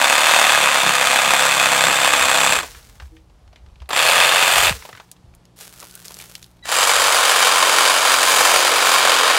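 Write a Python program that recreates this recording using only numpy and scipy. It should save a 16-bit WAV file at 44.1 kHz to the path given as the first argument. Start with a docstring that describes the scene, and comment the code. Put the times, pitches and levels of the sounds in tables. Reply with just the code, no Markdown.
"""A cordless reciprocating saw bites twice into a thick fallen limb, then into a thinner branch among dry twigs.
Each stroke gives hard knocks, chatter and tooth rasp, which ring resonances of saw and wood.
The fan runs down after the first two cuts; the third lasts to the end. Decaying bursts form stray knocks.
Twigs rustle, snap, squeak and twang as noise, clicks and tones; shaped noise and low damped modes form
air, low swells and bumps on the microphone; steady sines form the hum of a far engine."""
import sys
import numpy as np
from scipy import signal
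from scipy.fft import rfft, irfft, next_fast_len
from scipy.io import wavfile
from scipy.ndimage import uniform_filter1d

SR = 44100
rng = np.random.default_rng(int(sys.argv[2]) if len(sys.argv) > 2 else 0)


def store_pcm(level_fs):
    """Save levels as 16-bit WAV."""
    pcm = np.round(np.clip(level_fs, -1, 1) * 32767).astype(np.int16)
    wavfile.write(sys.argv[1], SR, np.atleast_2d(pcm).T)


N = 413658
T = np.arange(N) / SR  # time, s

# Background: spectra of still air and of the low breeze and swells [f/Hz, relative level/dB]
AIR_COLOUR = [(71, -28), (120, -3), (208, -9.5), (276, -14.5), (360, -15), (829, -15.5), (1870, -27),
              (4390, -29), (11400, -39.5), (15500, -51)]
LOW_COLOUR = [(13, -47), (22, -14.5), (40, -2), (54, -1), (71, -1), (129, -18), (146, -30), (242, -34.5),
              (260, -44), (340, -66.5), (570, -120)]
AIR_DB = -57.5
BREEZE_DB, BREEZE_WANDER_DB, BREEZE_FALL_DB_PER_S = -55.5, 2.5, 0.9
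# low swells: gusts on the microphone, and at 7.0 s the crank's low shaking
# [t/s, half length/s, relative level/dB]
LOW_SWELLS = [(2.25, 0.083, -40), (2.52, 0.15, -42.5), (3.02, 0.3, -44), (3.47, 0.044, -42),
              (3.7, 0.095, -42), (4.66, .1, -32.5), (5.29, 0.064, -45.5), (7.0, 0.23, -47)]
# dull bumps on the microphone [t/s, nominal level/dB, f/Hz, decay/s, initial pitch excess/Hz]
BUMPS = [(3.021, -27, 66, .04, 0), (3.81, -26, 65, .03, 2), (4.64, -33, 75, .02, 60),
         (4.705, -18, 62, 0.021, 214), (4.93, -36, 70, 0.016, 120), (5.24, -33, 62, 0.024, 96.5)]
# partials of the far engine [f/Hz, level/dB]
HUM = [(59.2, -62), (118.4, -59.5), (177.6, -58), (242.2, -71), (301.5, -68.5), (360.7, -69)]

# dry twigs and grass brushed aside [t/s, half length/s, relative level/dB]
RUSTLE = [(5.623, 0.052, -45), (5.78, 0.12, -53.5), (6.14, 0.25, -48.5)]
# spectrum of the rustle [f/Hz, relative level/dB]
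RUSTLE_COLOUR = [(200, -21), (400, -1.5), (950, -5.5), (1400, -3), (2000, -5), (2900, -3.5), (6800, -4),
                 (12000, -5), (15500, -11)]
RUSTLE_FROM_S = 5.56  # the rustle starts abruptly here
# dry twigs snapping [t/s, peak level/dB, centre f/Hz]
SNAPS = [(5.115, -22.5, 6400), (5.35, -33.5, 8700), (5.454, -37, 3450), (5.802, -23, 7000),
         (5.911, -26, 5800), (5.953, -21, 8000), (6.056, -22, 6500), (6.082, -19.5, 4800),
         (6.143, -21, 6650), (6.188, -23, 6500), (6.353, -16, 3500), (6.428, -26, 5000), (6.443, -26, 3800)]
SNAP_S, SNAP_TAIL_S, SNAP_TAIL_DB = 0.00068, 0.0095, -18  # the break, and the twig shivering after it
# a stem squeaking against the housing [t/s, f/Hz, relative level/dB]
SQUEAK = [(5.72, 1300, -66), (5.83, 1360, -56), (5.9, 1400, -59), (5.97, 1470, -53), (6.05, 1480, -66)]
# modes of a bent twig that springs free [f/Hz, nominal level/dB, decay/s]
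TWANG = [(320, -37.5, 0.044), (474, -51, 0.059)]
TWANG_S = 3.115
TICKS_PER_S, TICK_DB = 12, -70  # faint ticks of settling bark and twigs

# blade and shoe knocking on the wood [t/s, relative peak level/dB, centre f/Hz, relative treble level/dB]
TAPS = [(2.634, -18, 800, -22), (2.747, -27.5, 1550, -13), (2.999, -26.5, 1490, -25),
        (3.021, -31.5, 1300, -26), (3.167, -37, 2370, -31), (3.297, -44, 904, -25),
        (3.528, -37.5, 877, -26), (3.559, -33, 2420, -33), (3.698, -46, 880, -23), (3.802, -35, 2600, -27),
        (3.818, -32, 1060, -28), (3.89, -16, 1020, -1), (3.905, -9, 1030, -21), (3.93, -6, 1220, -29),
        (3.962, -4.5, 1560, -23), (4.823, -24, 1740, -17), (4.85, -24, 912, -11), (4.889, -21.5, 842, -10),
        (4.928, -24.5, 1700, -32), (4.95, -28, 1400, -27), (4.973, -27.5, 1690, -27),
        (4.999, -24.5, 1250, -27), (5.826, -25, 961, -5), (6.105, -26.5, 1070, -12), (6.2, -21.5, 2900, 2),
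        (6.221, -30, 2620, -12)]
TAP_CYCLES = 5.2  # decay of a knock, in cycles of its centre frequency

# modes of the motor whine as the trigger is squeezed [f/Hz, nominal level/dB, decay/s]
WHINE = [(1960, -42, .08), (3915, -38, .035)]
WHINE_S = 6.625
# motor fan running down after the first two cuts [t/s, level/dB, fall/(dB/s)]
COAST = [(2.62, -39, 52.5), (4.7, -33, 80)]
# spectrum of the fan [f/Hz, relative level/dB]
COAST_COLOUR = [(120, -47), (200, -9), (371, -12), (454, 5), (544, -9), (1510, -2.5), (2470, -4.5),
                (6240, -5), (15500, -13)]
# the heavy limb lurching under the saw and droning [t/s, relative level/dB]
ROCKING = [(.3, -41), (.63, -33), (.87, -29), (1.28, -31), (1.55, -38), (1.9, -29.5), (2.53, -33.5)]
ROCK_S, ROCK_DB = 0.046, -2.5  # half length and gain of a lurch

# nominal crank speed, sagging as the saw is leaned on [t/s, stroke rate/Hz]
SPEED = [(0, 35), (.3, 38.5), (.6, 36.5), (.8, 33.4), (1.4, 34.4), (1.8, 33.4), (2, 34.3), (2.55, 33.1),
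         (4, 43), (4.3, 44.8), (6.97, 48.3), (7.3, 46.2), (7.7, 44.5), (8.2, 45.5), (9.38, 44.5)]
CRAWL_SHARE = .5  # share of the nominal speed that is left at zero effort
# pulls of the trigger [start/s, spin-up/s, release/s, braking/s, level/dB, gain per extra stroke rate/(dB/Hz),
# relative treble level/dB, treble drift/(dB/s), relative shaking level/dB]
CUTS = [(-.5, .08, 2.53, .08, -14.5, 0.27, -11, 0.32, -21),
        (3.885, .088, 4.66, .052, -13.7, -0.26, -9.5, -2, -27.5),
        (6.628, .095, 9.6, .08, -14.5, -0.41, -8.5, -1.66, -21.5)]
SPIN_UP_POWER = 1.8  # how S-shaped the start of a cut is
# time constant of the shoe settling on the wood; change of shaking and of knock midrange while fully loose
SINK_S, LOOSE_DB, BOUNCE_DB = 0.73, -9, 5
# knocks within one stroke, on limb and branch [share of the turn, relative level/dB]
LIMB_KNOCKS = [(.03, -3), (0.329, -6), (.53, 1.5), (.83, -2)]
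BRANCH_KNOCKS = [(0.119, -5), (0.399, -9.5), (.54, 1), (.85, -4.5)]
# broad spectra of saw and wood in each cut [f/Hz, relative level/dB]
FIRST_COLOUR = [(60, -39), (130, -37.5), (260, -15), (380, -18.5), (520, -6), (700, 0), (1250, 1.5),
                (2050, -2), (3050, -4.5), (4200, -12), (5400, -14), (7700, -12), (10000, -19), (15500, -27)]
SECOND_COLOUR = [(59, -46.5), (100, -32.5), (123, -14), (196, -26), (386, -16.5), (564, -5), (1230, -2),
                 (2040, -4.5), (2520, -5.5), (3120, -6), (3540, -10.5), (3770, -12.5), (5510, -11.5),
                 (7730, -6.5), (15500, -19)]
THIRD_COLOUR = [(60, -54), (150, -37), (250, -22.5), (380, -19.5), (490, -4), (700, -4), (1090, -3.5),
                (2000, -5), (3120, -7.5), (4100, -9), (4860, -7), (5510, -13.5), (7730, -11),
                (15500, -24.5)]
# resonances and dips of blade, shoe and housing pressed on limb and branch [nominal f/Hz, width/Hz, lift/dB]
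LIMB_MODES = [(518, 42, 2.5), (685, 130, 1.5), (1250, 96, 2), (1343, 47, -5.5), (1660, 88, 2.5),
              (2556, 210, 7), (3545, 390, 8), (4230, 110, 9), (4700, 150, 6), (5440, 200, -3),
              (6830, 130, 7), (7240, 400, -2), (8650, 170, 7.5), (10660, 320, 4.5), (11500, 130, 5),
              (14400, 900, -2.5)]
BRANCH_MODES = [(493, 88, -1), (1059, 73, 5), (1350, 700, 4), (2017, 63, -9), (2310, 130, 3),
                (3110, 320, 4), (3730, 270, 3.5), (4930, 130, 2), (5960, 350, 4.5), (6720, 150, 8),
                (7300, 290, 3.5), (8060, 130, 4.5), (9300, 710, 6), (10640, 120, 10), (11600, 1500, 2)]
# limb and branch shaken by the crank [multiple of the stroke rate, relative level/dB]
LIMB_SHAKE = [(1, -18), (2, -15.5), (3, -9), (4, -7.5), (5, 1), (7, -0.5), (8, -5.5), (9, -2), (15, 7.5)]
BRANCH_SHAKE = [(1, -17), (4, -14), (6, -7), (7, -5), (8, -2), (9, 1), (10, 2), (11, 0)]
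# song of the free blade when lightly loaded [t/s, level against the cut/dB]
BLADE_SONG = [(0, -26), (1.2, -18), (2.5, -14), (3.95, -10), (4.05, -26), (4.7, -24), (6.75, -17.5),
              (7.1, -23), (9.38, -39)]
# teeth skidding over dry fibres with a hiss [t/s, half length/s, strength 0-1]
SKIDS = [(.05, 0.34, 0.1), (4.568, .14, 0.9), (8.413, .26, 0.94), (8.907, 0.091, 0.8)]
# against the cut: steady hiss, hiss of a full skid; treble lift of a full skid
HISS_DB, SKID_HISS_DB, SKID_TREBLE_DB = -42.5, -23.5, 3.5

TOP_HZ = 15750  # upper limit of the sound


def amp(db):
    """Logarithmic level: decibels to amplitude gain."""
    return 10 ** (np.asarray(db) / 20)


def unit(x):
    """Power normalization: scale to rms 1."""
    return x / np.sqrt(np.mean(x ** 2))


def curve(rows, axis=1):
    """Linear interpolation of one table column in time."""
    rows = np.array(rows)
    return np.interp(T, rows[:, 0], rows[:, axis])


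def envelope(rows):
    """Amplitude modulation by a level curve, silent outside its span."""
    inside = (T >= rows[0][0]) & (T <= rows[-1][0])
    return amp(curve(rows)) * uniform_filter1d(1. * inside, size=300)


def swell(at, half_s):
    """Gaussian envelope: a bell-shaped rise and fall with a top of 1."""
    return np.exp(-((T - at) / half_s) ** 2)


def noise():
    """White noise: equal mean power at all frequencies."""
    return rng.standard_normal(N)


def walk(rate):
    """Slow random modulation: random points, rate per second, joined by lines with a spread near 1."""
    points = rng.standard_normal(4000)
    return 1.2 * np.interp(T * rate, np.arange(len(points)), points)


def grains(rate, spread_db):
    """Random impulse train: sparse clicks of very unequal size."""
    clicks = rng.random(N) < rate / SR
    sizes = amp(spread_db * np.minimum(rng.exponential(size=N), 4))
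    return unit(clicks * np.sign(noise()) * sizes)


def band(x, lo_hz, hi_hz, order=2):
    """Band-pass filtering: keep the range between two cutoff frequencies."""
    edges = [lo_hz, min(hi_hz, SR / 2 - 500)]
    return signal.sosfilt(signal.butter(order, edges, "band", fs=SR, output="sos"), x)


def body(x, colour, modes=(), size=4096):
    """Minimum-phase resonance: ring x through a broad spectrum with modes on top."""
    hz = np.maximum(np.arange(size // 2 + 1) * SR / size, 1)
    points = np.array(colour)
    db = np.interp(np.log(hz), np.log(points[:, 0]), points[:, 1])
    for centre, width, lift in modes:
        db = db + lift / (1 + (2 * (hz - centre) / width) ** 2)
    # folding the cepstrum onto positive time makes the response causal
    cepstrum = irfft(np.log(amp(db)))
    cepstrum[1:size // 2] *= 2
    cepstrum[size // 2 + 1:] = 0
    response = irfft(np.exp(rfft(cepstrum)))
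    return unit(signal.fftconvolve(x, response)[:N])


def fade(x, decay_s):
    """Exponential relaxation: give every impulse a decaying tail."""
    return signal.lfilter([1], [1, -np.exp(-1 / (decay_s * SR))], x)


def ring(start, hz, db, decay_s, rise_s, sag_hz=0):
    """Damped oscillation: one mode that starts sag_hz higher and falls to its pitch."""
    age = np.maximum(T - start, 0)
    cycles = hz * age + sag_hz * .011 * (1 - np.exp(-age / .011))
    return amp(db) * (1 - np.exp(-age / rise_s)) * np.exp(-age / decay_s) * np.sin(2 * np.pi * cycles)


def bend(x, lag_s, soft_hz):
    """Dispersion of bending waves in wood: highs arrive first (lag_s at 1 kHz), damped above soft_hz."""
    size = next_fast_len(N + SR // 10)
    hz = np.arange(size // 2 + 1) * SR / size
    phase = 4 * np.pi * lag_s * np.sqrt(1000 * hz)
    damping = 0.61 + 0.21 / (1 + (hz / soft_hz) ** 4)
    return irfft(rfft(x, size) * np.exp(-1j * phase) * damping, size)[:N]


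def still_air():
    """Broadband ambience: filtered noise of slowly wandering level."""
    return amp(AIR_DB + 1 * walk(6.2)) * body(noise(), AIR_COLOUR)


def low_air():
    """Amplitude-modulated low noise: a slowly dropping breeze with separate low swells on top."""
    breeze = amp(BREEZE_DB - BREEZE_FALL_DB_PER_S * T + BREEZE_WANDER_DB * walk(8))
    swells = amp(-3.5) * sum(amp(db) * swell(at, half_s) for at, half_s, db in LOW_SWELLS)
    return body(noise(), LOW_COLOUR) * (breeze + swells)


def bumps():
    """Impulse response of a low mode: a soft blow on the microphone rings and sags in pitch."""
    return sum(ring(start, hz, db, decay, 0.005, sag) for start, db, hz, decay, sag in BUMPS)


def far_engine():
    """Periodic source: partials share one speed wander, and the hum comes up halfway through."""
    revs = np.cumsum(1 + .002 * walk(2.8)) / SR
    hum = 0
    for hz, db in HUM:
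        level = amp(db + 1.5 * walk(4)) * np.sqrt(2)
        hum = hum + level * np.sin(2 * np.pi * (hz * revs + rng.random()))
    return hum * np.interp(T, [4.6, 5.6], [.2, 1])


def background():
    """Superposition of air, low swells, bumps on the microphone and the far engine."""
    return still_air() + low_air() + bumps() + far_engine()


def rustle():
    """Friction noise: dry stems scrape and crackle, shaped by each brushing movement."""
    stems = body(noise() + 1.8 * grains(900, 5.1), RUSTLE_COLOUR) * amp(1.2 * walk(60) + 6)
    brushing = sum(amp(db) * swell(at, half_s) for at, half_s, db in RUSTLE)
    return stems * brushing * (T > RUSTLE_FROM_S)


def snaps(size=3000):
    """Brittle fracture: a twig breaks with one sharp, wide click and shivers briefly."""
    out, age = np.zeros(N + size), np.arange(size) / SR
    for start, db, hz in SNAPS:
        shape = np.exp(-age / SNAP_S) + amp(SNAP_TAIL_DB) * np.exp(-age / SNAP_TAIL_S)
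        crack = rng.standard_normal(size) * shape
        snap = band(band(crack, 0.71 * hz, 1.43 * hz, order=1), 1840, 18500)
        at = int(start * SR)
        out[at:at + size] += amp(db) * snap / np.abs(snap).max()
    return out[:N]


def squeak():
    """Friction tone: a stem sounds one unsteady pitch against the housing."""
    hz = curve(SQUEAK) * (1 + 0.0625 * walk(400))
    tone = np.sin(2 * np.pi * np.cumsum(hz) / SR) * amp(4 * walk(120) - 1)
    return tone * envelope(np.array(SQUEAK)[:, ::2])


def twang():
    """Free vibration: a bent twig springs loose and rings in its modes."""
    return sum(ring(TWANG_S, hz, db, decay, .02) for hz, db, decay in TWANG)


def ticks():
    """Random small impulses: bark and twigs tick as they settle."""
    clicks = fade(grains(TICKS_PER_S, 2.7), .005) * noise()
    return amp(TICK_DB) * unit(band(clicks, 700, 4000))


def twigs():
    """Superposition of the friction, fracture and free vibration of dry stems."""
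    return rustle() + snaps() + squeak() + twang() + ticks()


def taps(tail_db, tail_s, wood_db, snap_db, gain_db, size=4000):
    """Impact sound: a cracking burst near one pitch, with a woody knock and a bright snap."""
    out, age = np.zeros(N + size), np.arange(size) / SR
    for start, db, hz, treble_db in TAPS:
        decay = np.exp(-age * hz / TAP_CYCLES) + amp(tail_db) * np.exp(-age / tail_s)
        crack = rng.standard_normal(size) * (1 - np.exp(-age * hz / 0.92)) * decay
        tap = unit(band(crack, 0.59 * hz, 1.26 * hz))
        tap = tap + amp(wood_db) * unit(band(crack, 330, 3800))
        tap = tap + amp(treble_db + snap_db) * unit(band(crack, 5660, 13000))
        at = int(start * SR)
        out[at:at + size] += amp(db + gain_db) * tap / np.abs(tap).max()
    return out[:N]


def motor_whine():
    """Damped tones: the motor whines briefly as the trigger is squeezed."""
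    return sum(ring(WHINE_S, hz, db, decay, 0.0047) for hz, db, decay in WHINE)


def fan_run_down():
    """Exponential decay of fan noise: its level falls at a steady rate in dB/s after release."""
    fan = body(noise() + 0.6 * grains(500, 4.5), COAST_COLOUR) * amp(1.6 * walk(60))
    return fan * sum((T > at) * amp(db - fall * np.maximum(T - at, 0)) for at, db, fall in COAST)


def limb_drone(force):
    """Selective resonance: each lurch of the limb lifts the low band of the sawing force."""
    lurches = sum(amp(db + ROCK_DB) * swell(at, ROCK_S) for at, db in ROCKING)
    return unit(band(force, 140, 320, order=3)) * lurches


def drive(start, spin_up_s, release, braking_s):
    """Rotor inertia: motor effort 0-1 spins up, holds, and is braked on release."""
    rise = 1 - np.exp(-(np.maximum(T - start, 0) / spin_up_s) ** SPIN_UP_POWER)
    return rise * np.exp(-(np.maximum(T - release, 0) / braking_s) ** 2)


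def looseness():
    """Contact relaxation: 1 as each cut starts, decaying as the shoe settles on the wood."""
    starts = np.array([row[0] for row in CUTS])
    return np.exp(-(T - starts[np.searchsorted(starts, T) - 1]) / SINK_S)


def strokes(turns, knocks, slop, scatter_db, chatter_db, chatter_s, rasp_db, bite_s, size=600):
    """Periodic impact and friction: knocks in each turn, their chatter, and teeth tearing fibres."""
    blows, knocking = 0, 0
    whole = np.arange(int(turns[-1]))
    for place, db in knocks:
        chance = rng.standard_normal((600, 2))[:len(whole)]
        at = np.searchsorted(turns, whole + place + slop * chance[:, 0])
        hit_gains = amp(db + scatter_db * np.clip(chance[:, 1], -2, 1.2))
        hits = np.bincount(at, hit_gains, N + 1)[:N]
        # each contact rattles the loose shoe, partly in the same way on every stroke
        rattle = rng.standard_normal(size) * np.exp(-np.arange(size) / (chatter_s * SR))
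        chatter = signal.fftconvolve(hits, rattle)[:N] + fade(hits, chatter_s) * noise()
        knocking = knocking + hits + amp(chatter_db) * chatter / np.sqrt(chatter_s * SR)
        blows = blows + hits
    # the teeth dig in around each knock and run fastest twice a turn
    digging = unit(uniform_filter1d(fade(blows, bite_s), size=130))
    tooth_speed = np.abs(np.sin(2 * np.pi * (turns - .28)))
    bite = digging + .5 * tooth_speed + 0.45
    # single teeth snag on fibres
    snags = bend(grains(1600, 2.5), lag_s=.0004, soft_hz=9000)
    rasp = bite * (noise() + .8 * snags)
    blow = bend(knocking - knocking.mean(), lag_s=0.0010976, soft_hz=4470)
    blow = blow + (amp(BOUNCE_DB * looseness()) - 1) * band(blow, 600, 5500, order=1)
    return unit(blow) + amp(rasp_db) * unit(rasp)


def sliding_resonance(force, colour, modes):
    """Modal tuning by free length: sliding contact crossfades a long and a short blade."""
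    slide = np.pi / 4 * (1 + np.tanh(walk(5)))
    longer = body(force, colour, [(hz * .991, width, db) for hz, width, db in modes])
    shorter = body(force, colour, [(hz * 1.009, width, db) for hz, width, db in modes])
    return np.cos(slide) ** 2 * longer + np.sin(slide) ** 2 * shorter


def crank_shake(turns, orders, shaking_db):
    """Forced vibration: the crank shakes the wood at multiples of the stroke rate."""
    shake = 0
    for multiple, db in orders:
        phase = 2 * np.pi * (multiple * turns + rng.random())
        shake = shake + amp(db + 3 * walk(7)) * np.sin(phase)
    return amp(shaking_db + LOOSE_DB * looseness()) * unit(shake)


def cut(force, turns, row, colour, modes, orders, wood_db, teeth_db):
    """Source and resonator: force rings saw and wood with the drive, and skids brighten it."""
    start, spin_up_s, release, braking_s, level_db, pace_db, treble_db, drift_db, shaking_db = row
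    sound = sliding_resonance(force, colour, modes)
    low = signal.sosfiltfilt(signal.butter(4, 5250, fs=SR, output="sos"), sound)
    cutting, age = (T > start) & (T < release), np.clip(T - start, 0, release - start)
    parts = low, sound - low, band(force, 7070, 7690), band(force, 10500, 14500)
    wood, teeth, blade, hiss = (part / part[cutting].std() for part in parts)
    shake = crank_shake(turns, orders, shaking_db)
    skid = sum(strength * swell(at, half_s) for at, half_s, strength in SKIDS)
    treble = amp(treble_db + teeth_db + drift_db * age + SKID_TREBLE_DB * skid) * teeth
    treble = treble + amp(curve(BLADE_SONG) + 2 * walk(9)) * blade
    treble = treble + (amp(HISS_DB) + amp(SKID_HISS_DB) * skid) * hiss
    speed = curve(SPEED)
    pace_gain = amp(level_db + pace_db * (speed - speed[cutting].mean()))
    gain = pace_gain * drive(start, spin_up_s, release, braking_s)
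    return gain * (amp(wood_db) * wood + treble + shake)


def saw():
    """Crank-driven excitation: three bursts at a wavering speed, with limb drone and fan run-down."""
    effort = sum(drive(*row[:4]) for row in CUTS)
    rate_hz = curve(SPEED) * (CRAWL_SHARE + (1 - CRAWL_SHARE) * effort)
    turns = np.cumsum(rate_hz * (1 + .011 * walk(11))) / SR
    first = strokes(turns, LIMB_KNOCKS, slop=.008, scatter_db=2.5,
                    chatter_db=-3, chatter_s=.0012, rasp_db=4.8, bite_s=.006)
    second = strokes(turns, LIMB_KNOCKS, slop=.02, scatter_db=3.2,
                     chatter_db=-3, chatter_s=.001, rasp_db=6.5, bite_s=.006)
    third = strokes(turns, BRANCH_KNOCKS, slop=.018, scatter_db=3,
                    chatter_db=1, chatter_s=.0015, rasp_db=9.5, bite_s=.006)
    out = cut(first, turns, CUTS[0], FIRST_COLOUR, LIMB_MODES, LIMB_SHAKE, wood_db=-0.12, teeth_db=1.5)
    out = out + cut(second, turns, CUTS[1], SECOND_COLOUR, LIMB_MODES, LIMB_SHAKE, wood_db=0.25, teeth_db=0.5)
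    out = out + cut(third, turns, CUTS[2], THIRD_COLOUR, BRANCH_MODES, BRANCH_SHAKE, wood_db=0, teeth_db=3)
    return out + limb_drone(first) + fan_run_down()


def scene():
    """Linear superposition of the background, the brushwood, the knocks and the saw."""
    knocks = taps(tail_db=-14, tail_s=0.022, wood_db=0.5, snap_db=-1.0, gain_db=-3.5)
    return (background() + twigs() + knocks + motor_whine() + saw())[None]


def record(dry):
    """Band limiting and saturation: the deepest bass drops, high peaks are rounded, the top is cut."""
    thin = signal.sosfilt(signal.butter(3, 32, "high", fs=SR, output="sos"), dry)
    rounded = thin / (1 + (np.abs(thin) / .9) ** 4) ** (1 / 4)
    return signal.sosfilt(signal.ellip(10, .2, 80, TOP_HZ, fs=SR, output="sos"), rounded)


dry = scene()
out = record(dry)
store_pcm(out)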